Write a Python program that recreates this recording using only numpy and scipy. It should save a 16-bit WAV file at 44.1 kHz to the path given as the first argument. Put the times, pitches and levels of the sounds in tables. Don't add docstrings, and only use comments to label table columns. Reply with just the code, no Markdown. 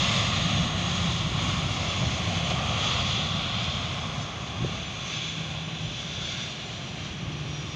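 import sys
import numpy as np
from scipy import signal
from scipy.fft import rfft, irfft
from scipy.io import wavfile
from scipy.ndimage import uniform_filter1d

SR = 44100
rng = np.random.default_rng(int(sys.argv[2]) if len(sys.argv) > 2 else 0)


def elevation(decibels):
    levels = np.asarray(decibels, float)
    return 10 ** (levels / 20)


def persist_wave(psi):
    counts = np.round(np.clip(psi, -1, 1) * 32767).astype(np.int16)
    wavfile.write(sys.argv[1], SR, np.atleast_2d(counts).T)


N = 341775

FRAME, HOP = 1024, 256
HZ = np.maximum(np.arange(FRAME // 2 + 1) * SR / FRAME, 1)[:, None]
TIMES = np.arange(N // HOP + 2) * HOP / SR
BLADES = 38
TOP_LAG = 0.74
WHINE_VEILED_DB = -65.5

# centre [s], half length [s], level [dB],
# brightness [0 all layers .. 1 treble only].
SWELL_ROWS = [(0.075, 0.14, 4.5, 0.022), (.4, 0.092, 0.5, 0.82), (0.704, 0.046, -3, 0.53),
              (.98, 0.084, 0, 1.1), (1.27, 0.065, -3, 0.46), (1.46, 0.052, 1, -2.1),
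              (1.68, 0.049, -2, 0.97), (1.928, 0.067, 1.5, 0.67), (2.413, 0.17, 1.5, 0.18),
              (2.51, 0.011, 2, -0.39), (2.654, 0.077, -0.5, 3.2), (2.904, 0.14, 5, 0.3),
              (3.163, 0.076, 3, 1.2), (3.75, .17, 2.5, 1.6), (4.425, 0.097, -1.5, 0.6),
              (4.75, 0.064, 1.5, 0.25), (5.13, 0.08, 4.5, 0.45), (5.276, .08, 3.5, 1.4),
              (5.646, 0.079, -0.5, 1.3), (5.987, 0.051, 2, 1.1), (6.34, 0.15, 6.5, 0.72),
              (6.71, 0.07, 2, .9), (7.04, 0.045, 3, 1.1), (7.276, 0.16, -2, 0.56), (7.6, 0.05, 0, -2)]
# start [s], end [s], level [dB].
WHINE_SPELLS = [
    (4.6, 4.85, -64),
    (5.0, 5.15, -55.5),
    (5.17, 5.9, -64),
    (5.92, 6.18, -58),
    (6.3, 6.46, -55.5),
    (6.75, 6.9, -62),
    (7.02, 7.08, -60),
    (7.46, 7.63, -53),
    (7.7, 7.9, -59),
]


def rms_one(x):
    return x / np.sqrt(np.mean(x ** 2) + 1e-20)


def bump(hz, width_hz):
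    return np.exp(-.5 * ((HZ - hz) / width_hz) ** 2)


def bells(rows, t):
    return sum(db * np.exp(-.5 * ((t - s) / half_s) ** 2) for s, half_s, db in rows)


def step(t, at_s, length_s):
    return .5 + .5 * np.tanh((t - at_s) / length_s)


def cleared(rows, t, edge_s, veiled_db):
    level_db = veiled_db
    for start_s, end_s, db in rows:
        inside = step(t, start_s, edge_s) * step(-t, -end_s, edge_s)
        level_db = level_db + (db - veiled_db) * inside
    return level_db


def patches(bins, frames):
    field = rng.standard_normal((len(HZ), len(TIMES)))
    for _ in range(2):
        field = uniform_filter1d(field, max(int(bins), 1), axis=0, mode="wrap")
        field = uniform_filter1d(field, max(int(frames), 1), axis=1, mode="wrap")
    return rms_one(field)


def drift(rate_hz):
    r = np.exp(-2 * np.pi * rate_hz * HOP / SR)
    slow = signal.lfilter([1], [1, -2 * r, r * r], rng.standard_normal(len(TIMES) + 500))[500:]
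    return np.interp(np.arange(N) / SR, TIMES, rms_one(slow))


def coloured(spectrum):
    hz, level_db = np.transpose(spectrum)
    bin_hz = np.maximum(np.arange(N // 2 + 1) * SR / N, 1)
    shape = elevation(np.interp(np.log(bin_hz), np.log(hz), level_db, -200, -200))
    return rms_one(irfft(rfft(rng.standard_normal(N)) * shape, N))


def evened(x, over_s):
    size = int(over_s * SR)
    power = uniform_filter1d(uniform_filter1d(x ** 2, size), size)
    return x / np.sqrt(power)


def filtered(x, field_db):
    frames = signal.stft(x, nperseg=FRAME, noverlap=FRAME - HOP)[2]
    frames = frames * elevation(field_db + 0 * TIMES)[:, :frames.shape[1]]
    return signal.istft(frames, nperseg=FRAME, noverlap=FRAME - HOP)[1][:N]


def tone(hz, level_db, wander_hz, flutter_db, rate_hz):
    phase = 2 * np.pi * np.cumsum(hz + wander_hz * drift(rate_hz)) / SR
    level = elevation(level_db + flutter_db * drift(rate_hz))
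    return np.sqrt(2) * level * np.sin(phase)


def blade_pitch(t):
    return 6590 - 75 * t - 5.2 * t ** 2 + 90 * np.exp(-t / .25)


def roar_levels(t):
    # start level [dB], fade [dB/s], turn [s], turn length [s], turn drop [dB].
    recede = [
        (-30, 0.97, 4.1, 0.38, 3),
        (-36.5, 0.04, 4.63, 1, 11),
        (-32, 0.85, 3.8, 0.22, 3.5),
        (-43, 0.56, 3, 0.9, 6),
    ]
    # centre [s], half length [s], level [dB].
    lumps = [(.56, 0.077, 3.5), (.85, 0.063, -2.5), (1.55, 0.17, 5), (1.95, 0.033, -1), (2.06, 0.031, 3),
             (2.26, 0.07, 2), (3.05, 0.078, 0.5), (3.83, 0.038, 1.5), (4.2, 0.025, 3.5), (4.66, 0.15, 3.5),
             (4.87, 0.071, -3), (5.35, 0.031, -2), (5.5, .08, 1.5), (5.86, 0.045, 4.5), (6.26, 0.04, 2.5),
             (6.55, .06, -4.5), (7.0, .07, 0), (7.25, 0.032, 3.5)]
    fan_db = bells([row[:3] for row in SWELL_ROWS], t)
    core_db = bells([(s, half_s, db * (1 - bright)) for s, half_s, db, bright in SWELL_ROWS], t)
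    hiss_db = 0.88 * fan_db
    swings_db = (bells(lumps, t), core_db, fan_db, hiss_db)
    return [start_db - fade * t - drop_db * step(t, turn_s, length_s) + swing_db
            for (start_db, fade, turn_s, length_s, drop_db), swing_db in zip(recede, swings_db)]


def jet_roar():
    # frequency [Hz], level [dB per Hz].
    rumble = [(3, -22), (33, -20), (42, -28), (52, -6), (66, -4.5), (90, 1), (130, 1), (180, -2.5),
              (205, -5), (258, -13), (330, -25)]
    core = [(250, -38), (420, -9), (732, -1.5), (920, -12), (1090, -1), (1520, -8), (1700, -11.5),
            (2210, -32), (3740, -120)]
    fan = [(940, -33), (1600, -7.5), (2200, -6), (3100, -2), (3370, 0), (4450, -13), (5370, -14.5),
           (5600, -21), (7280, -49), (12300, -120)]
    hiss = [(4000, -6), (5400, -1), (6320, 1), (6620, 2), (7040, -3), (7670, -15), (8100, -17.5),
            (9000, -21.5), (10500, -32.5), (12300, -38), (15600, -53)]
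    t = np.arange(N) / SR
    roar = np.zeros(N)
    for level_db, spectrum in zip(roar_levels(TIMES), (rumble, core, fan, hiss)):
        roar += elevation(np.interp(t, TIMES, level_db)) * evened(coloured(spectrum), over_s=0.18)
    return roar


def scattered_blades(roar):
    blade_hz = blade_pitch(TIMES)
    octave_db = 5.5 - 1.5 * TIMES
    humps_db = 3.0 * bump(blade_hz, width_hz=330) + octave_db * bump(2 * blade_hz, width_hz=200)
    whine_db = cleared(WHINE_SPELLS, TIMES, edge_s=.05, veiled_db=WHINE_VEILED_DB)
    humps_db = humps_db + .4 * (whine_db - WHINE_VEILED_DB) * bump(blade_hz, width_hz=80)
    humps_db = humps_db + 3.5 * bump(3340 + 23 * TIMES, width_hz=84)
    humps_db = humps_db + 3 * step(-TIMES, -4.2, .2) * bump(8200, width_hz=250)
    lag_db = -TOP_LAG * bells([(s, half_s, db * bright) for s, half_s, db, bright in SWELL_ROWS], TIMES)
    return filtered(roar, humps_db + lag_db * np.clip((HZ - 7000) / 1500, 0, 1))


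def long_path(x):
    notch_hz = 1516 + 527 * np.sin(.5 * np.pi * TIMES / 11.7)
    depth_db = -8 * (1 - 0.46 * np.exp(-TIMES / 1.2))
    field_db = depth_db * bump(notch_hz, width_hz=100 + 10.0 * TIMES)
    field_db = field_db + 1.3 * patches(bins=4, frames=90)
    field_db = field_db + .5 * patches(bins=30, frames=30)
    field_db = field_db + .8 * patches(bins=150, frames=6) * np.clip(HZ / 6000, 0, 1)
    return filtered(x, field_db)


def shaft_hum():
    # start [s], end [s], level [dB].
    spells = [
        (.1, .55, -38),
        (.7, 1.3, -36),
        (2.2, 2.55, -36),
        (5.05, 6.15, -41.5),
        (5.3, 5.65, -48.5),
        (7.2, 7.9, -39),
    ]
    t = np.arange(N) / SR
    shaft_hz = blade_pitch(t) / BLADES
    level_db = np.interp(t, TIMES, cleared(spells, TIMES, edge_s=0.069, veiled_db=-51.5))
    hum = tone(shaft_hz, level_db, wander_hz=.7, flutter_db=1.1, rate_hz=3)
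    octave = tone(2 * shaft_hz, level_db - 22.0, wander_hz=4.09, flutter_db=4.5, rate_hz=7.96)
    return hum + octave


def blade_whine():
    t = np.arange(N) / SR
    clear_db = cleared(WHINE_SPELLS, TIMES, edge_s=0.0077, veiled_db=WHINE_VEILED_DB)
    level_db = np.interp(t, TIMES, clear_db) + 2.5
    return tone(blade_pitch(t), level_db, wander_hz=6, flutter_db=2.5, rate_hz=25)


def open_air():
    # frequency [Hz], level [dB per Hz].
    spectrum = [(300, -17.5), (404, -1.5), (711, -4.5), (1000, -13), (1990, -8), (2400, -3.5), (3400, -7.5),
                (4700, -23.5), (6000, -18), (7500, -50), (9800, -37.5), (11500, -56), (13000, -54),
                (15600, -53)]
    return elevation(-44) * coloured(spectrum)


def wind_murmur():
    # frequency [Hz], level [dB per Hz].
    spectrum = [(200, -23), (260, -2), (330, -0.5), (430, -6.5), (520, -16)]
    # centre [s], half length [s], rise [dB].
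    rises = [
        (.05, .2, 1.5),
        (1.6, 0.87, 6.5),
        (7.35, 0.22, 5),
    ]
    return elevation(-50.5 + bells(rises, np.arange(N) / SR)) * coloured(spectrum)


def gust_thumps():
    # start [s], thumps [count], peak level [dB], pitch [Hz].
    gusts = [
        (2.018, 2, -18, 130),
        (2.076, 1, -20, 110),
        (3.181, 1, -26, 320),
        (4.17, 4, -26, 150),
        (4.624, 8, -19.5, 135),
        (4.612, 5, -27, 260),
        (4.65, 1, -17.5, 390),
        (4.695, 1, -28, 380),
    ]
    gap_s, loss_db, half = .0145, 1.4, 800
    out = np.zeros(N)
    for start_s, count, peak_db, hz in gusts:
        cycles = np.arange(-half, half) / SR * hz
        thump = -np.cos(2 * np.pi * cycles - .6) * np.exp(-(cycles / 0.71) ** 2)
        for k in range(count):
            at = round((start_s + k * gap_s + rng.uniform(-0.0027, 0.0017)) * SR)
            out[at - half:at + half] += elevation(peak_db - k * loss_db) * thump
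    return out


def scene():
    jet = long_path(scattered_blades(jet_roar())) + shaft_hum() + blade_whine()
    mono = jet + open_air() + wind_murmur() + gust_thumps()
    return np.array([mono, mono])


def phone_body(x):
    # frequency [Hz], width [Hz], level [dB].
    resonances = [(459, 42, -4), (864, 60, 2), (1340, 25, -2.5), (1516, 26, -5), (3080, 106, -1),
                  (3556, 48, 2), (3440, 100, -1), (3600, 82, -0.5), (4140, 170, 1.5), (5180, 100, -3.5),
                  (5470, 70, -4), (7540, 250, 0), (8800, 63, -5.5)]
    return filtered(x, sum(db * bump(hz, width_hz) for hz, width_hz, db in resonances))


def split_treble(mono):
    moments = [1.9, 2.455, 2.715, 3.06, 4.025, 4.15, 4.225, 4.875, 4.97, 5.175, 5.29, 5.665, 5.87, 6.265,
               6.57, 6.66, 7.22, 7.43, 7.5]
    field_db = np.full((len(HZ), len(TIMES)), -140.)
    for s, (low, wide) in zip(moments, rng.random((len(moments), 2))):
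        low_hz = 4300 + 6500 * low ** 3
        high_hz = low_hz + 1000 + 8500 * wide ** 2
        band = (HZ > low_hz) & (HZ < high_hz)
        field_db[band & (np.abs(TIMES - s) < .012)] = -3 - 6 * low ** 3
    return filtered(np.roll(mono, 2000), field_db)


def roll_off(x):
    return signal.sosfilt(signal.butter(12, 15500, fs=SR, output="sos"), x)


def record(dry):
    mono = phone_body(dry[0])
    side = split_treble(mono)
    return roll_off(np.array([mono + side, mono - side]))


dry = scene()
out = record(dry)
persist_wave(out)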